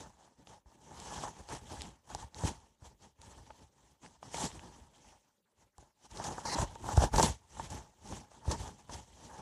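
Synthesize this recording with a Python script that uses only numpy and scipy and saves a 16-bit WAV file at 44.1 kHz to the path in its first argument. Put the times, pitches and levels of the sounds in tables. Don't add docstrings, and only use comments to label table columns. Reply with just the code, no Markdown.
import sys
import numpy as np
from scipy import signal
from scipy.fft import rfft, irfft, next_fast_len
from scipy.io import wavfile
from scipy.ndimage import uniform_filter1d, map_coordinates

SR = 44100
rng = np.random.default_rng(int(sys.argv[2]) if len(sys.argv) > 2 else 0)


def generate_wav(signal):
    frames = np.transpose(np.atleast_2d(signal))
    scaled = np.clip(frames, -1, 1) * 32767
    pcm = np.round(scaled).astype(np.int16)
    wavfile.write(sys.argv[1], SR, pcm)


N = 414981

# pitch_hz, level_db
HUM_PARTIALS = [(199, -95), (590, -95.5)]
# frequency_hz, density_db
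FLOOR_SPECTRUM = [(18, -31.5), (30, -3.5), (368, 1), (588, 2), (670, -17), (826, -5), (15400, -17.5)]
SCRAPE_SPECTRUM = [(880, -49), (1500, -17), (1850, -1.5), (2480, -13.5), (3320, -40), (4010, -1.5),
                   (6000, -3.5), (7570, -14), (9000, -12), (12500, -26)]
PANEL_SPECTRUM = [(15, -49.5), (30, -21.5), (46, -6.5), (70, -2.5), (110, -9), (150, -17.5), (280, -44.5)]
BODY_SPECTRUM = [(50, -28), (95, -6.5), (135, -0.5), (220, -2.5), (400, -7), (600, -13.5), (1000, -55)]
FIBRE_SPECTRUM = [(1120, -29.5), (1900, -6), (2500, -8.5), (3160, -4), (3660, -7), (4840, -7.5), (6130, -2),
                  (7980, -6), (8940, -12), (11000, -13.5), (15400, -54)]
# centre_hz, bandwidth_hz, gain_db
SHELL_MODES = [(880, 84.5, 2.5), (660, 412, -10), (1798, 210, -13), (1087, 343, -11)]
# start_s, start_db, end_db
SCRAPE_DRAG = (6.452, -45.5, -37.5)
# start_s, level_db, centre_hz, decay_ms
CLOTH_CATCHES = [(0.472, -43, 3400, 0.98), (1.0006, -34.5, 6300, 1.4), (1.4885, -38, 4800, 1),
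                 (1.8095, -35.5, 4000, 0.8), (1.819, -24, 6200, 0.63), (2.149, -26.5, 6500, 0.24),
                 (2.3455, -36, 5070, 0.6), (3.217, -37.5, 6300, 0.65), (3.5061, -50, 2500, 1),
                 (4.062, -45, 2300, 0.8), (4.2293, -45, 2470, 0.8), (4.3445, -34, 2780, 1),
                 (4.516, -44, 2830, 1), (4.594, -40.5, 2300, 0.83), (5.7814, -44, 6900, 0.88),
                 (6.112, -48, 6000, 2.6), (6.1719, -38.5, 4800, 3.7), (6.24, -36.5, 6090, 16),
                 (6.754, -42.5, 5770, 1), (6.9706, -29, 6100, 5.4), (7.159, -26.5, 6090, 5.1),
                 (7.1806, -24, 6060, 6.1), (7.1972, -21, 6450, 2.16), (7.228, -14, 6200, 2.5),
                 (7.598, -40, 2060, 0.71), (7.703, -38.5, 7400, 4.4), (7.722, -40.5, 7730, 4),
                 (8.513, -30, 5880, 12), (8.897, -43.5, 4770, 1)]
# start_s, level_db, thud_db
IMPACTS = [(0.472, -46.5, -6), (0.659, -54, 12), (1.236, -27.5, -11), (1.488, -37, -24), (2.148, -28, -8),
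           (2.436, -25, 5), (2.449, -36.5, 22.5), (2.822, -53.5, 14), (3.19, -60, 11), (3.504, -37, -14),
           (4.228, -35.5, -16), (4.343, -25.5, -9), (5.782, -43, -5.5), (5.826, -47, 1.5),
           (6.198, -27, -15.5), (6.381, -23, -22), (6.452, -31, -11), (6.584, -20.5, -18),
           (6.756, -34.5, -21), (6.841, -37.5, 9), (6.888, -23, -13), (6.975, -17, 6), (7.02, -15.5, -9),
           (7.037, -13, -2), (7.139, -20, 0), (7.182, -15.5, -15), (7.197, -10.5, -2), (7.206, -15, -6.5),
           (7.231, -15, -17.5), (7.569, -35, -14), (7.596, -25, -9), (8.123, -35, 4), (8.453, -37, -6),
           (8.478, -36, 13.5), (8.511, -27, -2), (8.69, -39, -10), (8.894, -33.5, -4)]
# panel_db, body_db, shell_db
IMPACT_COUPLING = (14, 3, 11.5)
# start_s, length_s, hiss_db, swell_db, panel_above_hiss_db, shell_above_hiss_db, rise_db_per_s
WIPES = [(-0.029, 0.092, -56.5, -18.5, 3, 3, 120), (0.21, 0.15, -75, -9, -4, 5, 240),
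         (0.38, 0.045, -75, 6, 6, 5, 460), (0.479, 0.082, -63, 0.5, -1, 3.0, 523),
         (0.675, 0.08, -73, 2, -5, 3.5, 770), (0.795, 0.18, -65.5, 13.5, 3.5, 4, 270),
         (1.019, 0.23, -50.5, 6, -5.5, 1.5, 244), (1.27, 0.12, -71.5, 23, 4.5, 0.5, 130),
         (1.507, 0.065, -50.5, -1.5, -4, 1, 540), (1.613, 0.02, -67, 2, 13.5, 1, 410),
         (1.714, 0.15, -56, -4.5, 4, 1, 204), (2.102, 0.12, -56.5, 3, 1.5, 0.5, 342),
         (2.36, 0.12, -50, 18.5, 2, 1, 478), (2.52, 0.22, -72, -18, 1, -1.5, 251),
         (2.855, 0.06, -65.5, -12, 4, -1, 410), (3.036, 0.071, -68.5, -16, 0.5, -4, 384),
         (3.218, 0.11, -62.5, 3, 4.5, 1.5, 442), (3.378, 0.086, -72, -22, 8, 0.5, 390),
         (3.442, 0.19, -69.5, 2.5, 4, -0.5, 270), (3.728, 0.19, -75, 7, 2, 0, 300),
         (4.034, 0.033, -62, -1, -4, 0, 640), (4.071, 0.086, -70, -4, -1, -0.5, 300),
         (4.233, 0.049, -61.5, 2.5, 1, 0.5, 618), (4.337, 0.12, -41, 6.5, -8, -3, 486),
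         (4.508, 0.36, -64.5, -12, 5.5, 2.5, 432), (4.917, 0.18, -68, 9, 0, 0.5, 178),
         (5.158, 0.24, -82.5, -13, -15, -1.5, 803), (5.46, 0.058, -87.5, 17, -13, 0.5, 1050),
         (5.609, 0.017, -71, -1, 4, -1.5, 317), (5.807, 0.1, -74, -18.5, -0.5, 0.5, 425),
         (5.96, 0.1, -73.5, 24.5, -5, -4, 940), (6.109, 0.09, -56.5, 11.5, 4.5, 1, 888),
         (6.257, 0.18, -52, -14, -1.5, 3.5, 192), (6.456, 0.11, -52.5, 1, -3.5, 9.5, 690),
         (6.584, 0.038, -41.0, 3, -1, 3, 577), (6.658, 0.17, -63.5, -8, 5, 0.5, 1262),
         (6.847, 0.083, -50.5, 6.5, 9, 2.5, 338), (6.961, 0.08, -43, 15, 6, 5, 617.5),
         (7.137, 0.066, -41.5, 8, 14.5, 5, 821.5), (7.236, 0.068, -36, -15.5, 3, -2.5, 405),
         (7.416, 0.076, -75.5, -6, 5, 1, 256), (7.522, 0.13, -56.5, 10, -1.5, 0.5, 350),
         (7.707, 0.073, -52.5, 0.5, 5, 1, 912), (7.802, 0.094, -66.5, -11.5, 4.5, 1, 109),
         (8.077, 0.091, -54.5, 2, 6, 3, 228), (8.316, 0.1, -68, -6, -4.5, 1.5, 409),
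         (8.483, 0.035, -48.0, 8, 6.5, 5, 383), (8.603, 0.1, -53, -7.5, 3.5, -0.5, 357),
         (8.794, 0.054, -66.5, -5, -2, -1.5, 320), (8.938, 0.11, -58.5, -21.5, 2.5, -1, 318),
         (9.077, 0.19, -63, 11.5, 2.5, -1.5, 340), (9.315, 0.077, -60.5, 4.5, 4, 5, 200)]

FLOOR_DB = -81
SWELL_S, SWELL_DB, SWELL_RISE_DB_PER_S, SWELL_FALL_DB_PER_S = 4.77, 21, 150, 26
SCRAPE_S, CONTACT_S = 0.097, 0.00037
FALL_RATIO = 0.84
SHELL_DRIFT = 0.025
PRESSED_HZ, PRESSED_DB, PRESSED_LOSS = 4180, -55, 0.22
MIC_HZ, BAND_LIMIT_HZ = 11000, 15500


def amp(db):
    return 10 ** (np.asarray(db) / 20)


def unit(x):
    return x / np.sqrt(np.mean(x ** 2) + 1e-20)


def wobble(rate_hz):
    knots = rng.standard_normal(int(N * rate_hz / SR) + 4)
    return map_coordinates(knots, [np.arange(N) * rate_hz / SR])


def filtered(x, response):
    size = next_fast_len(N + SR // 2)
    return irfft(rfft(x, size) * response(np.fft.rfftfreq(size, 1 / SR)), size)[:N]


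def causal(spectrum):
    def response(hz):
        points_hz, db = np.transpose(spectrum)
        magnitude = amp(np.interp(np.log(hz + 1), np.log(points_hz + 1), db))
        cepstrum = irfft(np.log(magnitude + 1e-6))
        half = len(cepstrum) // 2
        gain = np.exp(rfft(np.r_[cepstrum[0], 2 * cepstrum[1:half], np.zeros(len(cepstrum) - half)]))
        return gain / np.sqrt(np.mean(abs(gain) ** 2))
    return response


def patchy(depth_db):
    spectra = signal.stft(rng.standard_normal(N), nperseg=256)[2]
    patches = uniform_filter1d(uniform_filter1d(rng.standard_normal(spectra.shape), 8, 0), 10, 1)
    return unit(signal.istft(spectra * amp(depth_db * unit(patches)), nperseg=256)[1][:N])


def grit(rate_hz, spread_db):
    slips = rng.random(N) < rate_hz / SR
    sizes = amp(spread_db * np.minimum(rng.exponential(size=N), 3.5))
    return unit(slips * sizes * rng.choice([-1, 1], N))


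def background():
    t = np.arange(N) / SR
    hum = sum(amp(db + 4 * wobble(14)) * np.sin(2 * np.pi * hz * t + 2.4 * wobble(40))
              for hz, db in HUM_PARTIALS)
    below_peak_db = np.where(t < SWELL_S, SWELL_RISE_DB_PER_S, SWELL_FALL_DB_PER_S) * abs(t - SWELL_S)
    hiss = amp(FLOOR_DB + 1.4 * wobble(4.4)) * filtered(patchy(depth_db=5.0), causal(FLOOR_SPECTRUM))
    return hum * amp(np.maximum(SWELL_DB - below_peak_db, 0)) + hiss


def scrape():
    start, start_db, end_db = SCRAPE_DRAG
    end = start + SCRAPE_S
    corners_s = [start - .002, start, end, end + 0.011]
    level_db = np.interp(np.arange(N) / SR, corners_s, [-120, start_db, end_db, -120])
    drag = unit(patchy(depth_db=1.5) + 0.27 * grit(1400, spread_db=3))
    return filtered(amp(level_db + 0.97 * wobble(125)) * drag, causal(SCRAPE_SPECTRUM))


def ticks():
    sound, t = np.zeros(N + SR), np.arange(SR // 20) / SR
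    for start_s, db, hz, decay_ms in CLOTH_CATCHES:
        push = 0.33 * rng.standard_normal(len(t)) * np.exp(-t / (decay_ms / 1e3))
        push[0] = -1
        cycles = hz * t[:128]
        click = np.sin(2 * np.pi * cycles) * 2.4 * cycles * np.exp(1 - 2.43 * cycles)
        tick = np.convolve(push, click - click.mean())[:len(t)]
        sound[round(start_s * SR):][:len(t)] += amp(db) * tick
    return sound[:N]


def knocks():
    force, t = np.zeros((4, N + SR)), np.arange(SR // 10) / SR
    for start_s, db, thud_db in IMPACTS:
        push = 0.099 * rng.standard_normal((3, len(t))) * np.exp(-t / 0.0049)
        push[:, 0] = -1
        part_db = np.add(IMPACT_COUPLING, [thud_db, thud_db, 0])
        force[:3, round(start_s * SR):][:, :len(t)] += amp(db + np.c_[part_db]) * push
    return uniform_filter1d(force[:, :N], round(CONTACT_S * SR), axis=1)


def shell_response(tuning):
    def response(hz):
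        f = hz / tuning
        gain = sum((-1) ** k * amp(db) * 1j * f * width / (centre ** 2 - f ** 2 + 1j * f * width)
                   for k, (centre, width, db) in enumerate(SHELL_MODES))
        gain = gain / (1 + 1j * hz / 1300)
        return gain / np.sqrt(np.mean(abs(gain) ** 2))
    return response


def shell(force):
    angle = np.pi / 4 * (1 + np.tanh(wobble(9)))
    flat = filtered(np.cos(angle) * force, shell_response(1 - SHELL_DRIFT))
    sharp = filtered(np.sin(angle) * force, shell_response(1 + SHELL_DRIFT))
    return flat + sharp


def stroke_envelope(above_hiss_db=0):
    t = np.arange(0, N, 128) / SR
    start, length, hiss_db, swell_db, *_, rise = np.transpose(WIPES)[..., None]
    progress = np.clip((t - start) / length, 0, 1)
    held_db = hiss_db + np.reshape(above_hiss_db, (-1, 1)) + swell_db * (progress - .5)
    edge_db = rise * (np.maximum(start - t, 0) + FALL_RATIO * np.maximum(t - start - length, 0))
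    power = np.sum(amp(held_db - edge_db) ** 2, axis=0)
    return np.interp(np.arange(N) / SR, t, np.sqrt(power))


def fibres(force):
    hiss = filtered(force, causal(FIBRE_SPECTRUM))
    low = filtered(hiss, lambda hz: 1 / (1 + (hz / PRESSED_HZ) ** 6))
    level_db = 20 * np.log10(stroke_envelope() + 1e-9)
    return hiss - low + low * amp(-PRESSED_LOSS * np.maximum(level_db - PRESSED_DB, 0))


def rubbing():
    *_, panel_db, shell_db, _ = np.transpose(WIPES)
    body_db = 0.36 * panel_db + 0.75 * shell_db
    grip = 0.47 * wobble(25) + 0.56 * wobble(80)
    snags = grit(200, spread_db=2.2)
    panel = unit(amp(1.3 * grip) * patchy(depth_db=2.86))
    body = unit(amp(2.5 * grip + 3.25 * wobble(25)) * rng.standard_normal(N))
    ring = unit(amp(1.93 * grip + 1.94 * wobble(60)) * (patchy(depth_db=1.5) + 0.54 * snags))
    flicker = amp(1.73 * grip + 0.53 * wobble(200))
    hiss = unit(flicker * (patchy(depth_db=3.0) + 0.5 * grit(700, spread_db=2.5) + 0.3 * snags))
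    return np.array([stroke_envelope(panel_db) * panel, stroke_envelope(body_db) * body,
                     stroke_envelope(shell_db) * ring, stroke_envelope() * hiss])


def scene():
    on_panel, on_body, on_shell, on_fibres = rubbing() + knocks()
    panel = filtered(on_panel, causal(PANEL_SPECTRUM))
    body = filtered(on_body, causal(BODY_SPECTRUM))
    contact = panel + body + shell(on_shell) + fibres(on_fibres) + ticks() + scrape()
    microphone = signal.butter(4, MIC_HZ, fs=SR, output="sos")
    return (signal.sosfilt(microphone, contact) + background())[None]


def record(dry):
    return filtered(dry[0], lambda hz: hz < BAND_LIMIT_HZ)[None]


dry = scene()
out = record(dry)
generate_wav(out)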